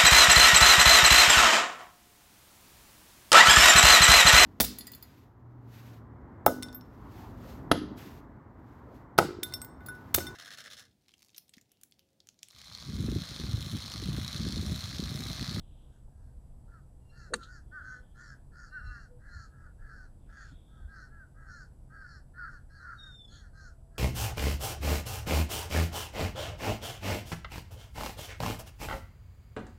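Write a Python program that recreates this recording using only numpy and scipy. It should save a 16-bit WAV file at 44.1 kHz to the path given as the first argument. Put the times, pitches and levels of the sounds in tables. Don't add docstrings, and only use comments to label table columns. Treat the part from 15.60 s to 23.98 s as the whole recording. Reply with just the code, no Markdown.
import sys
import numpy as np
from scipy import signal
from scipy.fft import rfft, irfft
from scipy.io import wavfile

SR = 44100
rng = np.random.default_rng(int(sys.argv[2]) if len(sys.argv) > 2 else 0)


def generate_wav(sig):
    pcm = np.round(np.clip(np.atleast_2d(sig).T, -1, 1) * 32767).astype(np.int16)
    wavfile.write(sys.argv[1], SR, pcm)


N = 369558
T = np.arange(N) / SR
STRIKE_S = 1.7373
RING_S = STRIKE_S + 0.0038


def undb(db):
    return 10 ** (np.asarray(db) / 20)


def unit(x):
    return x / np.sqrt(np.mean(x ** 2) + 1e-30)


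def shape(x, points):
    hz, db = np.transpose(points)
    octave = np.log2(np.maximum(np.fft.rfftfreq(N, 1 / SR), 1))
    beyond = np.abs(octave - np.clip(octave, np.log2(hz[0]), np.log2(hz[-1])))
    gain_db = np.interp(octave, np.log2(hz), db) - 22 * beyond
    return irfft(rfft(x) * undb(gain_db), N)


def colour(x, points):
    return unit(shape(x, points))


def band(hz, width_hz):
    bell = np.exp(-2 * ((np.fft.rfftfreq(N, 1 / SR) - hz) / width_hz) ** 2)
    return unit(irfft(rfft(rng.standard_normal(N)) * bell, N))


def walk(rate_hz):
    return band(0, rate_hz)


def ease(share):
    return np.sin(np.pi / 2 * np.clip(share, 0, 1))


def swell(start_s, end_s):
    return np.sin(np.pi * np.clip((T - start_s) / (end_s - start_s), 0, 1))


def burst(at_s, rise_s, t60_s):
    return np.exp(-np.log(1000) * np.maximum((at_s - T) / rise_s, (T - at_s) / t60_s))


def field(x, wet_db, t60_s):
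    t = T[:SR]
    onset = 1 - np.exp(-t / 0.021)
    tail = rng.standard_normal(SR) * np.exp(-np.log(1000) * t / t60_s) * onset
    tail /= np.sqrt(np.sum(tail ** 2))
    return x + undb(wet_db) * signal.fftconvolve(x, tail)[:N]


def shaft_swish():
    return undb(-35.5) * band(460, 260) * burst(STRIKE_S, rise_s=0.1, t60_s=0.0063)


def club_and_ball():
    # (frequency [Hz], amplitude [dB], t60 [s])
    modes = [(478, -31, 0.078), (949, -33.5, 0.019), (1200, -41, 0.065), (1430, -32, 0.034),
             (1720, -27.5, 0.022), (1960, -31.5, .022), (2757, -39, 0.02), (3300, -49.5, .029),
             (3715, -38.5, .026), (3930, -31, 0.024), (4360, -43, .04), (4405, -30.5, .028),
             (6370, -36.5, 0.015), (6625, -34, 0.015), (6944, -42.5, .026), (8500, -33.5, 0.021),
             (8720, -29, 0.013), (9010, -39, 0.015)]
    since = T - STRIKE_S
    knock = undb(-19.5) * np.sin(2 * np.pi * 1400 * since) * np.exp(-(since / .0009) ** 2)
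    near = np.flatnonzero(np.abs(T - RING_S) < .3)
    t = T[near] - RING_S
    build = np.clip(1 + t / .0052, 0, 1) ** 1.1
    ring = np.zeros(N)
    for hz, db, t60_s in modes:
        lag_s = rng.uniform(-.0003, .0003)
        decay = np.exp(-np.log(1000) * np.maximum(t, 0) / t60_s)
        ring[near] += undb(db) * build * decay * np.cos(2 * np.pi * hz * (since[near] - lag_s))
    return knock + ring


def divot():
    # (frequency [Hz], relative gain [dB])
    crack_spectrum = [(300, -1), (2000, 8), (5000, -13), (7000, 0), (9000, -8.5), (11000, -15.5),
                      (15000, -36)]
    # (frequency [Hz], relative gain [dB])
    soil_spectrum = [(1500, -40.5), (2300, -16), (2900, -3), (4200, 9.5), (5200, -8), (6800, -2.5),
                     (8700, -18), (11000, -22.5), (15000, -31)]
    grass_spectrum = [(2500, -9.5), (4200, -0.5), (5400, -8.0), (7000, 1.5),
                      (8700, -1.5), (11000, -8.0), (15000, -19.5)]
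    since = T - STRIKE_S
    slap = undb(-34.5) * np.cos(2 * np.pi * 375 * since) * np.exp(-(since / 0.0019) ** 2)
    ground = undb(-43.5) * band(414, 170) + undb(-45.5) * band(230, 110)
    thud = ground * burst(RING_S, rise_s=0.018, t60_s=.19)
    crack_noise = colour(rng.standard_normal(N), crack_spectrum)
    crack = undb(-34.5) * crack_noise * burst(RING_S, rise_s=.017, t60_s=0.039)
    rip = undb(-52.0) * burst(1.7595, rise_s=0.028, t60_s=0.037)
    rip += undb(-65) * burst(1.745, rise_s=.01, t60_s=0.31)
    grass = colour(rng.standard_normal(N), grass_spectrum) * rip
    grains = rng.standard_normal(N) * undb(1.7 * rng.exponential(size=N)) * (rng.random(N) < .15)
    soil_noise = colour(np.clip(grains, -12, 12), soil_spectrum)
    soil = undb(-54.5) * soil_noise * burst(1.836, rise_s=0.079, t60_s=0.15)
    return slap + thud + crack + grass + soil


def golf_shot():
    return field(shaft_swish() + club_and_ball() + divot(), wet_db=-33.5, t60_s=0.363)


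def beak_gain(partial_hz, closed, tilt_db, drift, apart):
    # (centre [Hz], width [Hz], relative level [dB])
    resonances = [(4436, 500, 1.5), (5464, 910, -0.5), (6850, 1070, 1.5), (8670, 550, -17.5)]
    shut_tilt_db, shut_drop_share = -6, 0.065
    lowest_hz = resonances[0][0]
    gain = 0
    for k, (centre_hz, width_hz, peak_db) in enumerate(resonances):
        moving_hz = centre_hz * (1 - shut_drop_share * closed ** 2 + 0.021 * drift[apart[k]])
        tilt = (tilt_db + shut_tilt_db * closed) * (centre_hz / lowest_hz - 1) * 1.6
        level_db = peak_db + tilt + 1.5 * drift[apart[-k - 1]]
        gain = gain + undb(level_db) / (1 + ((partial_hz - moving_hz) / width_hz) ** 2 * 2) ** 2
    return gain


def crows():
    # (start [s], length [s], crest pitch [Hz], fall [share of crest pitch], rasp [0-1],
    # throat centre [Hz], level before throat filter [dB], level of upper resonances before
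    # beak closing and edge filter [dB], their tilt [dB per 2.77 kHz])
    caws = [(0.256, 0.181, 318, 0.093, 0.73, 1580, -77, -84.0, 3),
            (0.506, 0.26, 337, 0.12, 0.62, 1630, -79.5, -88, 2),
            (1.074, 0.16, 349, 0.23, 0.46, 1230, -58, -85.0, -4),
            (1.509, 0.22, 355.6, 0.26, 0.47, 1630, -57.5, -67, -3),
            (1.752, 0.15, 345, 0.079, 0.5, 1240, -49.5, -71, 2),
            (1.849, 0.19, 371, 0.25, 0.43, 1610, -56.0, -66.0, -0.5),
            (2.112, 0.14, 308.4, 0.35, 0.15, 1520, -44, -78, -2),
            (2.194, 0.24, 255.4, 0.031, 0.44, 1580, -47.5, -67, 0),
            (2.539, 0.24, 354, 0.14, 0.68, 1590, -51, -63, 2.5),
            (2.91, 0.23, 355, 0.12, 0.73, 1490, -55, -65.5, 2),
            (3.107, 0.14, 308.7, 0.29, 0.1, 1580, -44.5, -70.5, -21),
            (3.199, 0.24, 253.8, 0.15, 0.33, 1590, -48.5, -69.5, -9),
            (3.321, 0.18, 357, 0.24, 0.45, 1550, -56.5, -68.5, -3.5),
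            (3.587, 0.27, 329.4, 0.27, 0.61, 1720, -56, -77, 2.5),
            (3.671, 0.24, 352, 0.16, 0.52, 1470, -55.5, -63.5, -4),
            (3.905, 0.23, 339.4, 0.23, 0.6, 1510, -59.0, -85.0, 4),
            (4.178, 0.22, 340.4, 0.17, 0.53, 1630, -54.5, -81, -4),
            (4.255, 0.25, 339.7, 0.23, 0.48, 1500, -56, -72, -4),
            (4.667, 0.23, 335.7, 0.2, 0.75, 1670, -52.5, -69.5, 6),
            (4.727, 0.23, 347, 0.22, 0.6, 1490, -60, -66, 6),
            (5.072, 0.23, 331.4, 0.16, 0.5, 1395, -64.5, -87.0, 5),
            (5.267, 0.178, 326, 0.18, 0.38, 1560, -53.0, -74, -10),
            (5.312, 0.2, 336, 0.25, 0.49, 1490, -54, -67.5, -6),
            (5.494, 0.19, 341.7, 0.23, 0.29, 1500, -55.5, -88, 2),
            (5.739, 0.232, 325, 0.16, 0.49, 1450, -55, -81.5, 11),
            (5.857, 0.23, 350, 0.27, 0.4, 1563, -53.5, -63.5, 0.5),
            (6.288, 0.23, 326.6, 0.18, 0.53, 1550, -51.5, -77.0, -4),
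            (6.415, 0.22, 349, 0.27, 0.47, 1560, -55.5, -66.5, -7),
            (6.735, 0.2, 366, 0.3, 0.52, 1425, -43.5, -69.5, -18),
            (6.825, 0.2, 321.4, 0.26, 0.37, 1530, -53.5, -73.5, -6),
            (7.082, 0.24, 334, 0.28, 0.43, 1600, -56.5, -69.5, -13),
            (7.187, 0.21, 363, 0.29, 0.77, 1440, -46, -75, -11),
            (7.256, 0.2, 359, 0.31, 0.34, 1340, -59, -76.5, -11),
            (7.371, 0.21, 321.5, 0.21, 0.45, 1530, -58, -75, 3),
            (7.674, 0.25, 346.7, 0.32, 0.55, 1720, -61.5, -71, -11),
            (7.925, 0.23, 320.5, 0.27, 0.42, 1470, -57.5, -66, 2),
            (8.301, 0.19, 328, 0.1, 0.66, 1564, -63, -79, -3)]
    # (frequency [Hz], gain [dB])
    throat_spectrum = [(700, -37.5), (1000, -19.5), (1250, -2.5), (1450, 3), (1600, 0), (1800, -3.5),
                       (2000, -13), (2250, -32.5), (2700, -52)]
    # (frequency [Hz], gain [dB])
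    edge_spectrum = [(3300, -19), (4100, 2), (9000, -8)]
    crest_share, fall_reach, fall_curve = .29, .9, 1.7
    attack_s, rasp_attack_s, release_s = .04, 0.13, 0.087
    beak_lateness, shut_db = 1.12, -4
    jitter, flutter, hiss, waver = .033, 0.67, 0.96, 0.0076
    focus_hz, scatter_rad, fading_db, unsteady_db = 230, 1.55, 3.0, 1.0

    shake, tremor, air, drift = walk(190), band(95, 210), rng.standard_normal(N), walk(16)
    voice, upper = np.zeros(N), np.zeros(N)
    harmonics = np.arange(2, 36)[:, None]
    for start_s, length_s, top_hz, fall, rasp, throat_hz, db, upper_db, tilt_db in caws:
        i = np.flatnonzero((T > start_s) & (T < start_s + length_s))
        t = T[i] - start_s
        own = (i + rng.integers(N)) % N
        apart = (i + rng.integers(N, size=harmonics.shape)) % N

        from_crest = np.abs(t / length_s - crest_share) / (fall_reach * (1 - crest_share))
        arch = np.minimum(from_crest, 1.2) ** fall_curve
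        hz = top_hz * (1 - fall * arch) * (1 + waver * drift[own])
        phase = 2 * np.pi * np.cumsum(hz * (1 + jitter * rasp * shake[own])) / SR

        lag_rad = scatter_rad * drift[apart[:, :1]] + .5 * drift[apart]
        partials = np.cos(harmonics * phase + lag_rad) * undb(fading_db * drift[apart[::-1]])

        attack = ease(t / (attack_s + rasp_attack_s * rasp))
        envelope = attack * ease((length_s - t) / release_s) ** 2
        roughness = (1 + flutter * rasp * tremor[own]) / np.hypot(1, flutter * rasp)
        strength = envelope * undb(unsteady_db * drift[own]) * roughness
        puffs = air[own] * (1 + 1.3 * np.cos(phase))

        focus = 1 / (1 + ((harmonics * hz - throat_hz) / focus_hz) ** 2) ** 0.89
        tone = unit((focus * partials).sum(axis=0))
        voice[i] += undb(db) * strength * (tone + 2 * hiss * rasp * puffs)

        closed = 1 - np.sin(np.pi * (t / length_s) ** beak_lateness)
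        beak = beak_gain(harmonics * hz, closed, tilt_db, drift, apart)
        bright = unit((beak * partials).sum(axis=0))
        upper[i] += undb(upper_db + shut_db * closed) * strength * bright
    low = field(shape(voice, throat_spectrum), wet_db=-12.5, t60_s=0.26)
    return low + field(shape(upper, edge_spectrum), wet_db=-5.5, t60_s=0.12)


def whistles():
    # (start [s], length [s], second harmonic at start [Hz], same at end [Hz],
    # level [dB], overtone gain [dB])
    calls = [(1.38, 0.34, 2815, 2630, -79.5, -6), (3.08, 0.375, 2777, 2733, -73.5, 0),
             (7.37, .35, 3763, 3364, -51, -21)]
    out = np.zeros(N)
    for start_s, length_s, from_hz, to_hz, db, overtone_db in calls:
        hz = from_hz + (to_hz - from_hz) * np.clip((T - start_s) / length_s, 0, 1) ** 1.5
        wavering_hz = hz * (1 + 0.0073 * walk(150) + 0.0039 * walk(14))
        phase = np.pi * np.cumsum(wavering_hz) / SR
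        overtones = sum(np.sin(k * phase) * walk(50) * undb(-7 * (k - 3)) for k in (3, 4, 5))
        quaver = undb(5.0 * walk(45))
        tone = np.sin(2 * phase) + undb(overtone_db) * overtones
        out += undb(db) * quaver * swell(start_s, start_s + length_s) ** .8 * tone
    return out


def trills():
    # (middle [s], length [s], centre [Hz], width [Hz], mean level [dB])
    calls = [(0.071, 0.81, 3270, 930, -79), (2.42, 0.88, 3320, 480, -84), (4.978, 0.84, 3470, 420, -77.5),
             (4.85, 0.54, 2500, 1200, -82)]
    # (frequency [Hz], relative gain [dB])
    buzz_spectrum = [(2900, -20.5), (3350, 4.5), (3800, -11), (4300, 2.5), (4900, -23), (6200, -16),
                     (6700, 0), (7200, -20)]
    flutter = 1 + 0.15 * np.sin(2 * np.pi * 65 * T)
    out = np.zeros(N)
    for middle_s, length_s, hz, width_hz, db in calls:
        level = undb(db + 2 * walk(14))
        envelope = swell(middle_s - length_s / 2, middle_s + length_s / 2)
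        out += level * envelope * band(hz, width_hz) * flutter
    buzz = colour(rng.standard_normal(N), buzz_spectrum) * swell(7.66, 7.85) ** 2 * flutter
    return out + undb(-59.5) * buzz


def songbirds():
    return field(whistles() + trills(), wet_db=-10.5, t60_s=0.2)


def far_tones():
    # (start [s], end [s], frequency [Hz], level [dB])
    tones = [(2.326, 2.48, 501, -67), (3.483, 3.6, 488, -58), (7.793, 8.598, 668, -70.5)]
    out = np.zeros(N)
    for start_s, end_s, hz, db in tones:
        phase = 2 * np.pi * np.cumsum(hz * (1 + 0.0132 * walk(34.0))) / SR
        out += undb(db) * swell(start_s, end_s) * np.sin(phase)
    return out


def turf_bumps():
    # (middle [s], centre [Hz], width [Hz], half length [s], level [dB])
    bumps = [(0.485, 557, 596, 0.0098, -63.5), (3.777, 72, 75, 0.041, -42), (4.928, 163, 164, 0.016, -46)]
    out = np.zeros(N)
    for at_s, hz, width_hz, half_s, db in bumps:
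        out += undb(db) * band(hz, width_hz) * swell(at_s - half_s, at_s + half_s)
    return out


def traffic_and_wind():
    # (frequency [Hz], relative gain [dB])
    road_spectrum = [(12, -24.5), (20, 1), (65, -3.5), (80, -4), (101, -12.5), (129, -8), (143, -19.5),
                     (160, -16), (218, -19.5), (400, -30), (495, -31), (612, -31), (664, -31), (808, -34),
                     (1000, -39.5), (1300, -61), (2200, -120)]
    # (middle [s], length [s], bass level [dB])
    gusts = [(.73, 0.44, -49.5), (3.27, 0.23, -42.5), (4.21, 0.15, -46.5), (5.249, .12, -42.5)]
    road_db, rumble_db = -50.5, -52
    road = undb(road_db) * colour(rng.standard_normal(N), road_spectrum)
    bass = signal.sosfiltfilt(signal.butter(4, 110, fs=SR, output="sos"), road)
    wind_power = sum((undb(db) * swell(at_s - length_s / 2, at_s + length_s / 2)) ** 2
                     for at_s, length_s, db in gusts)
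    rumble = unit(bass) * np.sqrt(undb(rumble_db) ** 2 + wind_power)
    upper_road = (road - bass) * undb(0.67 * walk(3.4) - 1.0)
    drone = undb(-64.5) * band(132, 20) + undb(-83.5) * band(485, 90)
    return rumble + upper_road + drone


def air_hiss():
    # (frequency [Hz], relative gain [dB])
    air_spectrum = [(600, -13.5), (900, 3.5), (1200, 3), (1600, -1.5), (2300, -9), (3200, -9), (5000, -11),
                    (6900, -10), (7600, -6.5), (8100, -7), (8400, -8.5), (11500, -9.5), (14000, -16),
                    (15500, -26)]
    return undb(-80) * colour(rng.standard_normal(N), air_spectrum) * undb(.5 * walk(4))


def background():
    return far_tones() + turf_bumps() + traffic_and_wind() + air_hiss()


def scene():
    return (golf_shot() + crows() + songbirds() + background())[None]


def record(dry):
    # (frequency [Hz], rms level [dB])
    whine_tones = [(4800, -98.5), (7200, -95.5), (7800, -96), (8000, -87), (9600, -94), (10400, -87.5),
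                   (12000, -99)]
    top_hz = 15300
    whine = sum(np.sqrt(2) * undb(db) * np.sin(2 * np.pi * (hz * T + rng.random()))
                for hz, db in whine_tones)
    low_pass = signal.ellip(10, .1, 70, top_hz, fs=SR, output="sos")
    return signal.sosfilt(low_pass, dry + whine)


dry = scene()
out = record(dry)
generate_wav(out)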